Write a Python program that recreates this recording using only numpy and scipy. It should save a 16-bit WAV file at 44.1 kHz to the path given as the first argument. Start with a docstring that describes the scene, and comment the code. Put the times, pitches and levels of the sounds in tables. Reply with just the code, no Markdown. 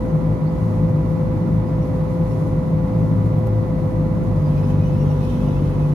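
"""The diesel of a dredging crane, heard from its cab, runs at governed speed: sines at orders of its cycle form
a drone. A geared pump whines over it, and a hydraulic drive and a deep hum beat with its orders; a fan adds a
thin tone. The cab booms in uneven throbs and steady tones sing in it; filtered noise gives rumble, clatter, oil
hiss and a few light ticks. Late on the load comes: the drive sinks in pitch and booms, the deep throb quickens,
and oil hisses, squeals and chirps through the valves."""
import sys
import numpy as np
from scipy import signal
from scipy.fft import rfft, irfft, next_fast_len
from scipy.io import wavfile

SR = 44100
rng = np.random.default_rng(int(sys.argv[2]) if len(sys.argv) > 2 else 0)


def dump(signal):
    """Clip the signal to [-1, 1] and save it as 16-bit WAV at the path in sys.argv[1]."""
    limited = np.clip(np.atleast_2d(signal).T, -1, 1)
    pcm = np.round(limited * 32767).astype(np.int16)
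    wavfile.write(sys.argv[1], SR, pcm)


N = 261954
TIME = np.arange(N) / SR

CYCLE_HZ = 18.963   # repeat rate of the engine's drone, before the governor acts
HIGHEST_IN_STEP = 10   # multiple of the cycle; orders above it start at a random phase
LOAD_ON_S, LOAD_RISE_S = 4.33, 0.16   # the hydraulics take the load
LULL_S, LULL_HALF_S, LULL_DB = 3.28, .17, -0.5   # the deepest order of the drone dips briefly
PUMP_ORDER = 27   # multiple of the engine cycle
PUMP_DB, PUMP_LOADED_DB = -31.5, -33.5   # mean whine, running light and under load
FAN_HZ = 983.5   # mean blade rate
CLATTER_TOP_HZ = 5970
FLOW_DB, FLOW_LOADED_DB = -59, -57   # steady oil hiss, running light and under load
SNAP_S, SNAP_DB, SNAP_T60_S = 3.47, -42, .004   # the loudest tick snaps home
CUTOFF_HZ = 14500

# Engine orders. Each row: multiple of the cycle, level in dB before the drone trim,
# left-right difference in dB, left lead in rad.
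ENGINE_ORDERS = [(3, -32.8, -1, 0), (4.5, -42, 3, .1), (6, -37, 0, .6), (7, -40, 0, -.2), (8, -32.5, 0, .1),
                 (9, -31, -2, 1.0), (10, -36, 1, 0), (12, -41, 8, 1.4), (14, -45, 3, -.2), (15, -48, 1, 0),
                 (17, -45, 3, -.1), (18, -40, 3, .1), (24, -51, -5, -1.3), (26, -53, 1, .6),
                 (28, -50, 0, -.6), (32, -55, 0, 0), (33, -53, -5, .2), (36, -55, 3, -.7),
                 (45, -49.5, -5, .6), (54, -56, 1, -.5), (63, -62, 1, 1.5)]
# Engine orders that change under load. Each row: multiple of the cycle, dB added.
LOADED_ORDERS = [(18, -5), (24, 5.5), (26, 10), (32, 4), (33, -2.5), (54, -6.5)]
# Speed of the hydraulic drive. Each row: time in seconds, speed in Hz before the governor acts.
DRIVE_SPEED = [(0.0, 56.08), (0.51, 55.08), (0.96, 52.57), (1.74, 55.28), (1.87, 53.6), (2.19, 56.57),
               (2.51, 52.88), (3.02, 56.15), (3.19, 52.13), (3.36, 55.64), (3.88, 52.42), (4.24, 55.28),
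               (4.35, 50.1), (4.87, 49.49), (5.36, 48.97), (5.64, 47.8), (5.75, 49.9), (5.94, 49.63)]
# Its harmonics. Each row: multiple of the speed, base level in dB running light, base level in dB under load.
DRIVE_ORDERS = [(2, -28.5, -32), (3, -28.5, -21.5), (4, -38, -33), (5, -43, -35), (6, -47.5, -47),
                (7, -49, -49), (8, -65, -47.5)]
# Swell of its two booming harmonics. Each row: time in seconds, dB added to the second, dB added to the third.
DRIVE_SWELL = [(0, -5.5, 2), (.3, 6, -1), (.47, -17, -3), (.65, 6, 0.5), (.88, 0.5, -5), (1.15, 2, -14),
               (1.33, 4.5, -6), (1.55, 2.5, -7), (1.85, -1.5, -10.5), (2.2, 0.5, -2), (2.47, 4.5, -4),
               (2.62, -8, 0), (2.82, 3, 4), (2.96, 1.5, -5), (3.12, 4.5, -4), (3.6, 10, -12.5),
               (3.73, -1.5, 3), (3.88, 0.5, -3), (4.2, 3.5, -6), (4.33, 6.5, 1.5), (4.45, -2, 2.5),
               (4.56, 5, 3.5), (4.72, 8.5, 1.5), (5.1, 6.5, 2.5), (5.42, -2, -2.5), (5.68, 7, 0),
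               (5.84, -5, 4), (5.94, -8, 4.5)]
# The next two take turns under load. Each row: time in seconds, dB added to the fourth, dB added to the fifth.
DRIVE_LOADED_SWELL = [(4.35, -3, -5), (4.7, -1, 6), (5.0, 7.5, -6.5), (5.11, -7, 1), (5.27, -9, 6.5),
                      (5.45, 9.5, 4), (5.58, 2.5, -12), (5.78, -3, 2.5), (5.94, -10, -3)]
# Deep hum under the engine's third order. Each row: time in seconds, pitch in Hz before the governor, level in dB.
DEEP_HUM = [(0.0, 53.8, -29), (0.55, 52.88, -36), (2.44, 52.77, -34.5), (2.59, 53.78, -29),
            (3.1, 52.27, -50), (3.75, 52.59, -35), (4.3, 55.08, -26), (4.4, 50.93, -33),
            (4.71, 50.77, -30.5), (5.48, 49.14, -28.5), (5.94, 48.8, -28.5)]
# Booms of the cab while the drive runs light. Each row: centre in seconds, pitch in Hz, level in dB,
# half length in seconds.
THROBS = [(0.154, 158.5, -16.5, 0.043), (0.285, 159, -19, 0.047), (0.447, 158.9, -14.5, 0.028),
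          (0.573, 157, -24.5, 0.047), (0.839, 161.9, -19, 0.037), (0.988, 153.4, -18, 0.045),
          (1.104, 159, -16.5, 0.034), (1.226, 150.7, -21, 0.024), (1.56, 161.7, -22, 0.071),
          (1.721, 161.5, -22.5, 0.021), (1.803, 152.2, -17, 0.028), (1.879, 162.3, -23.5, 0.02),
          (2.031, 158.8, -22, 0.031), (2.22, 166.3, -19.5, 0.041), (2.333, 149.9, -21, 0.03),
          (2.42, 155.9, -23, 0.026), (2.585, 159, -16, 0.035), (2.76, 155.8, -18.5, 0.04),
          (3.01, 161, -17.5, 0.051), (3.117, 156.9, -20, 0.038), (3.37, 160.2, -24, .04),
          (3.851, 155.9, -19, 0.039), (3.991, 157.3, -20, 0.047), (4.122, 165, -25, .03)]
# Steady tones in the cab, wavering in pitch and level. Each row: mean pitch in Hz, level in dB running light,
# level in dB under load, # both before trim and swell.
CAB_TONES = [(191.9, -38, -38), (216.4, -35.5, -45.5), (245.5, -40.5, -38.5), (267.5, -38.5, -46),
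             (286.3, -41, -40.5), (324.3, -42, -43), (382.3, -49, -47), (412, -59, -42.5), (826, -55.5, -54.5),
             (928, -62.5, -59), (1084, -59.5, -59), (1390, -62.5, -65), (1779, -69, -72)]
# Fan blade rate and octave. Each row: multiple, mean level in dB running light, mean level in dB under load,
# left-right difference in dB, left lead in rad.
FAN_TONES = [(1, -47.5, -47.5, -1.5, 0.051), (2, -60.5, -63.5, -11.5, 1.9)]
# Moments when a valve opens wider. Each row: centre in seconds, Gaussian spread in seconds, hiss level in dB.
RUSHES = [(.1, .08, -69), (0.653, 0.12, -62), (1.116, .08, -64), (1.8, 0.25, -65.5), (2.352, 0.17, -59.5),
          (4.69, 0.035, -59.5), (5.27, .07, -57), (5.361, .22, -59.5)]
# Narrow squeals of the valves under load. Each row: centre in Hz, width in Hz, mean level in dB against the hiss.
WHISTLES = [(1567, 270, -5.5), (2565, 180, -6.5), (2970, 170, -9.5), (3260, 190, -16), (3600, 350, -14.5),
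            (4050, 400, -12), (4770, 70, -18), (5500, 350, -15.5), (6100, 300, -18)]
# Swell of the ragged squeal, strongest where the valve opens widest. Each row: time in seconds, dB before trim.
SQUEAL_SWELL = [(4.33, -90), (4.42, -67), (4.68, -64), (4.78, -67), (5.0, -65.5), (5.15, -63),
                (5.31, -55.5), (5.43, -57), (5.55, -61.5), (5.7, -64), (5.94, -68)]
# Its partials. Each row: mean pitch in Hz, level in dB against the swell.
SQUEAL_PARTIALS = [(2580, -3), (2900, -5), (3080, -6), (3290, -4), (3480, -5.5), (3700, -5), (4000, -9),
                   (4950, -12.5), (5600, -12), (5990, -12.5)]
# Squeaks, most of them under load. Each row: centre in seconds, pitch in Hz, level in dB,
# level of the octave in dB (both before trim and rasp), half length in seconds.
SQUEAKS = [(.1, 3150, -75, -66, 0.023), (0.476, 2190, -72, -61, .016), (0.484, 2410, -70, -59, .017),
           (1.68, 2460, -72, -64, .02), (1.829, 2800, -68, -62, .013), (2.322, 2775, -70, -61, .025),
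           (4.375, 2455, -65, -63, 0.023), (4.466, 2460, -60, -57, .026), (4.581, 2465, -54, -62, 0.024),
           (4.648, 2551, -55, -58, .018), (4.705, 3070, -59, -64, .028), (4.83, 2480, -53, -62, 0.021),
           (4.873, 2970, -57, -61, .028), (4.948, 2600, -54.5, -65, 0.027), (5.016, 2822, -58, -61, 0.025),
           (5.075, 3280, -60, -68, 0.021), (5.11, 2820, -56, -58, .025), (5.248, 2530, -52, -60, .026),
           (5.3, 3100, -57, -64, 0.021), (5.35, 2610, -56, -71, .018), (5.425, 2570, -59, -66, .018),
           (5.491, 2930, -58, -66, .025), (5.568, 2642, -52.5, -68, 0.02), (5.835, 2535, -55, -70, .018)]
# Ticks in the cab. Each row: start in seconds, level in dB, decay by 60 dB in seconds.
TICKS = [(.583, -57, .05), (3.262, -57, .08), (3.379, -55, .05), (3.385, -56, .12), (3.462, -54, .07),
         (3.4695, -51.5, .06), (3.868, -59, .12)]
# Noise colours of rumble and clatter. 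Each row: frequency in Hz, density in dB per Hz.
RUMBLE = [(22, -74.5), (35, -68.5), (46, -58), (65, -48.5), (80, -51), (96, -43), (112, -45.5),
          (126, -51.5), (146, -43.5), (170, -43.5), (205, -54), (275, -53.5), (335, -56.5), (360, -60),
          (395, -56.5), (470, -82), (700, -100), (2000, -130)]
CLATTER = [(250, -95), (450, -61.5), (620, -62), (750, -67), (1050, -67.5), (1300, -73.5), (1600, -82.5),
           (2100, -81.5), (2600, -88.5), (3100, -93.5), (4200, -93.5), (7000, -108)]
# Noise colours of hiss and ticks, whose level is set elsewhere. Each row: frequency in Hz, relative density in dB.
HISS = [(1500, -10), (2700, 0), (3300, 0.5), (4500, -1), (6300, 1.2), (7400, -3.5), (8500, -6), (9700, 0),
        (12000, -2.5), (14500, -10.5)]
TICK_COLOUR = [(1000, 1), (3200, 4), (6000, 5), (9000, 2), (12000, 10), (14500, 9)]
# Correlation of the two sides in noise. Each row: frequency in Hz, left-right likeness from 0 to 1.
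LIKENESS = [(30, 0.99), (55, 1), (110, 0.87), (200, 0.81), (380, 0.58), (690, 0.27), (1280, 0),
            (2400, 0.037), (14000, 0.0082)]
# Balance of the two sides in noise. Each row: frequency in Hz, left-right difference in dB.
BALANCE_DB = [(60, 0.2), (300, 2), (700, -2), (1300, -2.5), (4500, 0), (9000, -3), (13000, 3.5)]


def from_db(db):
    """A level in decibels is twenty times the logarithm of the gain."""
    return 10 ** (np.asarray(db) / 20)


def rms_one(x):
    """Division by the root mean square gives unit effective value."""
    return x / np.sqrt(np.mean(x ** 2) + 1e-20)


def under(load, light, loaded):
    """Linear transition from the value running light to the value under load."""
    return light * (1 - load) + loaded * load


def in_time(rows):
    """Linear interpolation in time of each column after the first."""
    s, *columns = np.transpose(rows)
    return [np.interp(TIME, s, c) for c in columns]


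def at_hz(points, hz):
    """Linear interpolation of a spectrum on a log-frequency axis."""
    f, value = np.transpose(points)
    return np.interp(np.log(hz + 1e-9), np.log(f), value)


def drift(rate):
    """Random modulation of unit rms: sparse noise through a double one-pole low-pass at rate Hz."""
    step, settling = 40, 2000   # samples per noise value; values discarded
    r = np.exp(-2 * np.pi * rate * step / SR)
    sparse = rng.standard_normal(N // step + settling + 2)
    slow = signal.lfilter([1], [1, -2 * r, r * r], sparse)[settling:]
    return np.interp(np.arange(N) / step, np.arange(len(slow)), rms_one(slow))


def noise(colour):
    """Partial correlation: shared and opposed noise make two sides that agree in the bass and part in the treble."""
    size = next_fast_len(N, real=True)
    hz = np.fft.rfftfreq(size, 1 / SR)
    mid, side = rfft(rng.standard_normal((2, size)))
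    alike = np.clip(at_hz(LIKENESS, hz), -1, 1)
    signs = np.array([[1], [-1]])   # left, right
    pair = np.sqrt(1 + alike) * mid + np.sqrt(1 - alike) * side * signs
    gain = from_db(at_hz(colour, hz) + signs * at_hz(BALANCE_DB, hz) / 2)
    return irfft(pair * gain, size)[:, :N] * np.sqrt(SR) / 2


def narrow_noise(low_hz, high_hz):
    """Band-pass filtering of noise, independent at the two sides, to unit rms."""
    band = signal.butter(2, [low_hz, high_hz], "band", fs=SR, output="sos")
    return rms_one(signal.sosfilt(band, rng.standard_normal((2, N))))


def turning(hz):
    """Phase is the time integral of angular frequency."""
    return 2 * np.pi * np.cumsum(hz) / SR


def tone(angle, level_db, pan_db, lead):
    """Standing waves in the cab give a sine its own level and phase at each side."""
    left = from_db(pan_db / 2) * np.sin(angle + lead)
    right = from_db(-pan_db / 2) * np.sin(angle)
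    return np.sqrt(2) * from_db(level_db) * np.array([left, right])


def engine(cycle, load, waver_db=3.0, drone_db=-1.5, upper_waver_db=1.5, deepest_waver_db=1.0):
    """Periodic combustion radiates whole and half orders; each wavers, the upper ones less and out of step."""
    out = 0
    added_db = {round(order): db for order, db in LOADED_ORDERS}
    lull_db = LULL_DB * np.exp(-((TIME - LULL_S) / LULL_HALF_S) ** 2)
    for order, level_db, pan_db, lead in ENGINE_ORDERS:
        deepest = order == ENGINE_ORDERS[0][0]
        upper = order > HIGHEST_IN_STEP
        spread_db = deepest_waver_db if deepest else upper_waver_db if upper else waver_db
        change_db = spread_db * drift(2.1) + load * added_db.get(order, 0) + deepest * lull_db
        angle = order * cycle + upper * rng.uniform(0, 2 * np.pi)
        out = out + tone(angle, level_db + drone_db + change_db, pan_db, lead)
    return out


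def engine_noise(cycle, depth=0.087):
    """Structure-borne rumble, and combustion clatter modulated by the cycle and low-passed by the cab walls."""
    firings = np.cos(6 * cycle)
    pulse = 1 + depth * (np.cos(cycle) + firings)
    walls = signal.butter(4, CLATTER_TOP_HZ, fs=SR, output="sos")
    return noise(RUMBLE) + signal.sosfilt(walls, pulse * noise(CLATTER))


def pump(cycle, load, ripple=0.064, waver_db=1.1):
    """Gearing locks the pump whine to the engine; it ripples once a cycle and softens under load."""
    level_db = under(load, PUMP_DB, PUMP_LOADED_DB) + waver_db * drift(3.2)
    return (1 + ripple * np.cos(cycle)) * tone(PUMP_ORDER * cycle, level_db, pan_db=0.8, lead=-0.73)


def drive(governor, load, wobble_rad=0.13, waver_db=2.0, steadying=.45):
    """Pressure ripple is harmonic in the drive's speed; load steadies it and brings out its third harmonic."""
    out = 0
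    unrest = 1 - steadying * load
    angle = turning(governor * in_time(DRIVE_SPEED)[0]) + wobble_rad * unrest * drift(6.9)
    swell_db = dict(enumerate(in_time(DRIVE_SWELL) + in_time(DRIVE_LOADED_SWELL), start=2))
    for order, light_db, loaded_db in DRIVE_ORDERS:
        order = round(order)
        change_db = swell_db.get(order, 0) + waver_db * unrest * drift(2.5)
        out = out + tone(order * angle, under(load, light_db, loaded_db) + change_db, pan_db=1.0, lead=-0.18)
    return out


def deep_hum(governor, pan_db=-0.5):
    """Beating: a deep hum close in frequency to the engine's third order throbs against it."""
    hz, level_db = in_time(DEEP_HUM)
    return tone(turning(governor * hz), level_db, pan_db, lead=0)


def throbs(pan_db=2.0, lead=.1):
    """Amplitude modulation: the cab's boom swells and falls several times a second, each time at another pitch."""
    swells = sum(from_db(level_db) * np.exp(-((TIME - s) / half_s) ** 2) for s, _, level_db, half_s in THROBS)
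    return swells * tone(turning(in_time(THROBS)[0]), 0, pan_db, lead)


def cab_tones(load, wander_hz=3.033, swell_db=5.0, trim_db=-2.0, pan_db=2.0):
    """Slow random modulation: each tone sings in wavering swells, and the load changes which of them sing most."""
    out = 0
    for hz, light_db, loaded_db in CAB_TONES:
        angle = turning(hz + wander_hz * drift(4.05))
        level_db = under(load, light_db, loaded_db) + trim_db + swell_db * np.minimum(drift(5.5), 1.5)
        out = out + tone(angle, level_db, pan_db, lead=.5 * drift(2.1))
    return out


def oil_flow(load, flutter_db=0.76):
    """Independent noise powers add: the hiss rises with load, swells as a valve opens wider, and flutters."""
    steady = from_db(under(load, FLOW_DB, FLOW_LOADED_DB))
    rushes = [from_db(level_db) * np.exp(-((TIME - s) / spread_s) ** 2 / 2) for s, spread_s, level_db in RUSHES]
    return np.sqrt(steady ** 2 + np.sum(np.square(rushes), axis=0)) * from_db(flutter_db * drift(10.0))


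def valves(load, flicker_db=3.0):
    """Turbulent flow is broadband noise; under load the oil rushes harder and narrow bands squeal in ragged patches."""
    squeals = 0
    for hz, width, level_db in WHISTLES:
        flicker = from_db(level_db + flicker_db * np.minimum(drift(11), 1.5))
        squeals = squeals + flicker * narrow_noise(hz - width / 2, hz + width / 2)
    return oil_flow(load) * (rms_one(noise(HISS)) + load * squeals)


def squeal(catch_db=5.0, trim_db=-3.5):
    """Frequency modulation roughens a continuous squeal of close partials that wander, catch and drop out."""
    jitter, wander = .009, .011   # fractions of the pitch
    out = 0
    for hz, level_db in SQUEAL_PARTIALS:
        angle = turning(hz * (1 + wander * drift(9) + jitter * drift(160)))
        caught_db = level_db + catch_db * np.minimum(drift(14), 1.3)
        out = out + tone(angle, caught_db, pan_db=0.5, lead=2 * drift(30))
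    return from_db(in_time(SQUEAL_SWELL)[0] + trim_db) * out


def squeaks(climb_per_s=.1, trim_db=0.7, rasp_db=2.5):
    """Random modulation rasps short chirps and their octave, bending upwards, as from a valve or a rope in its sheave."""
    out = np.zeros((2, N))
    jitter = .014   # fraction of the pitch
    roughness = jitter * np.array([drift(150), drift(150)])
    rasp = from_db(rasp_db * np.minimum(drift(70), 1.5))
    for s, hz, level_db, octave_db, half_s in SQUEAKS:
        near = np.abs(TIME - s) < 4 * half_s
        t = TIME[near] - s
        angle = np.array([turning(hz * (1 + climb_per_s * t + side[near])) for side in roughness])
        chirp = from_db(level_db) * np.sin(angle) + from_db(octave_db) * np.sin(2 * angle)
        out[:, near] += chirp / np.cosh(1.7 * t / half_s)
    return np.sqrt(2) * from_db(trim_db) * rasp * out


def fan(load, wander_hz=0.14, flutter_db=0.4):
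    """Blade passing gives a thin tone and its octave, fluttering in the air stream; load weakens the octave."""
    out = 0
    angle = turning(FAN_HZ + wander_hz * drift(2.0))
    for order, light_db, loaded_db, pan_db, lead in FAN_TONES:
        level_db = under(load, light_db, loaded_db) + flutter_db * drift(17)
        out = out + tone(round(order) * angle, level_db, pan_db, lead)
    return out


def ticks(pan_db=3.0):
    """Exponential decay: light, bright contacts, a little to the left, die quickly in the small cab."""
    fade = 0
    for s, level_db, t60 in [*TICKS, (SNAP_S, SNAP_DB, SNAP_T60_S)]:
        fade = fade + (TIME >= s) * from_db(level_db - 60 * np.clip(TIME - s, 0, 1) / t60)
    return fade * rms_one(noise(TICK_COLOUR)) * from_db([[pan_db / 2], [-pan_db / 2]])


def scene(hunt=0.00072, sag=0.00318):
    """Speed regulation: the governor hunts slightly and sags for a moment as the load comes on; sources add."""
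    load = np.clip((TIME - LOAD_ON_S) / LOAD_RISE_S, 0, 1)
    # the load less its own slow average: a sag that recovers with a time constant of half a second
    surge = load - signal.lfilter([2 / SR], [1, 2 / SR - 1], load)
    governor = 1 + hunt * drift(2.23) - sag * surge
    cycle = turning(CYCLE_HZ * governor)
    machinery = engine(cycle, load) + engine_noise(cycle) + pump(cycle, load) + drive(governor, load)
    cab = deep_hum(governor) + throbs() + cab_tones(load)
    oil = valves(load) + squeal() + squeaks()
    return machinery + cab + oil + fan(load) + ticks()


def record(dry):
    """Band limitation: the top is cut steeply, and the sound eases in and out over a few milliseconds."""
    edges = signal.windows.tukey(N, .012 * SR / N)   # 6 ms at each end
    top_cut = signal.ellip(10, .1, 80, CUTOFF_HZ, fs=SR, output="sos")
    return signal.sosfilt(top_cut, edges * dry)


dry = scene()
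out = record(dry)
dump(out)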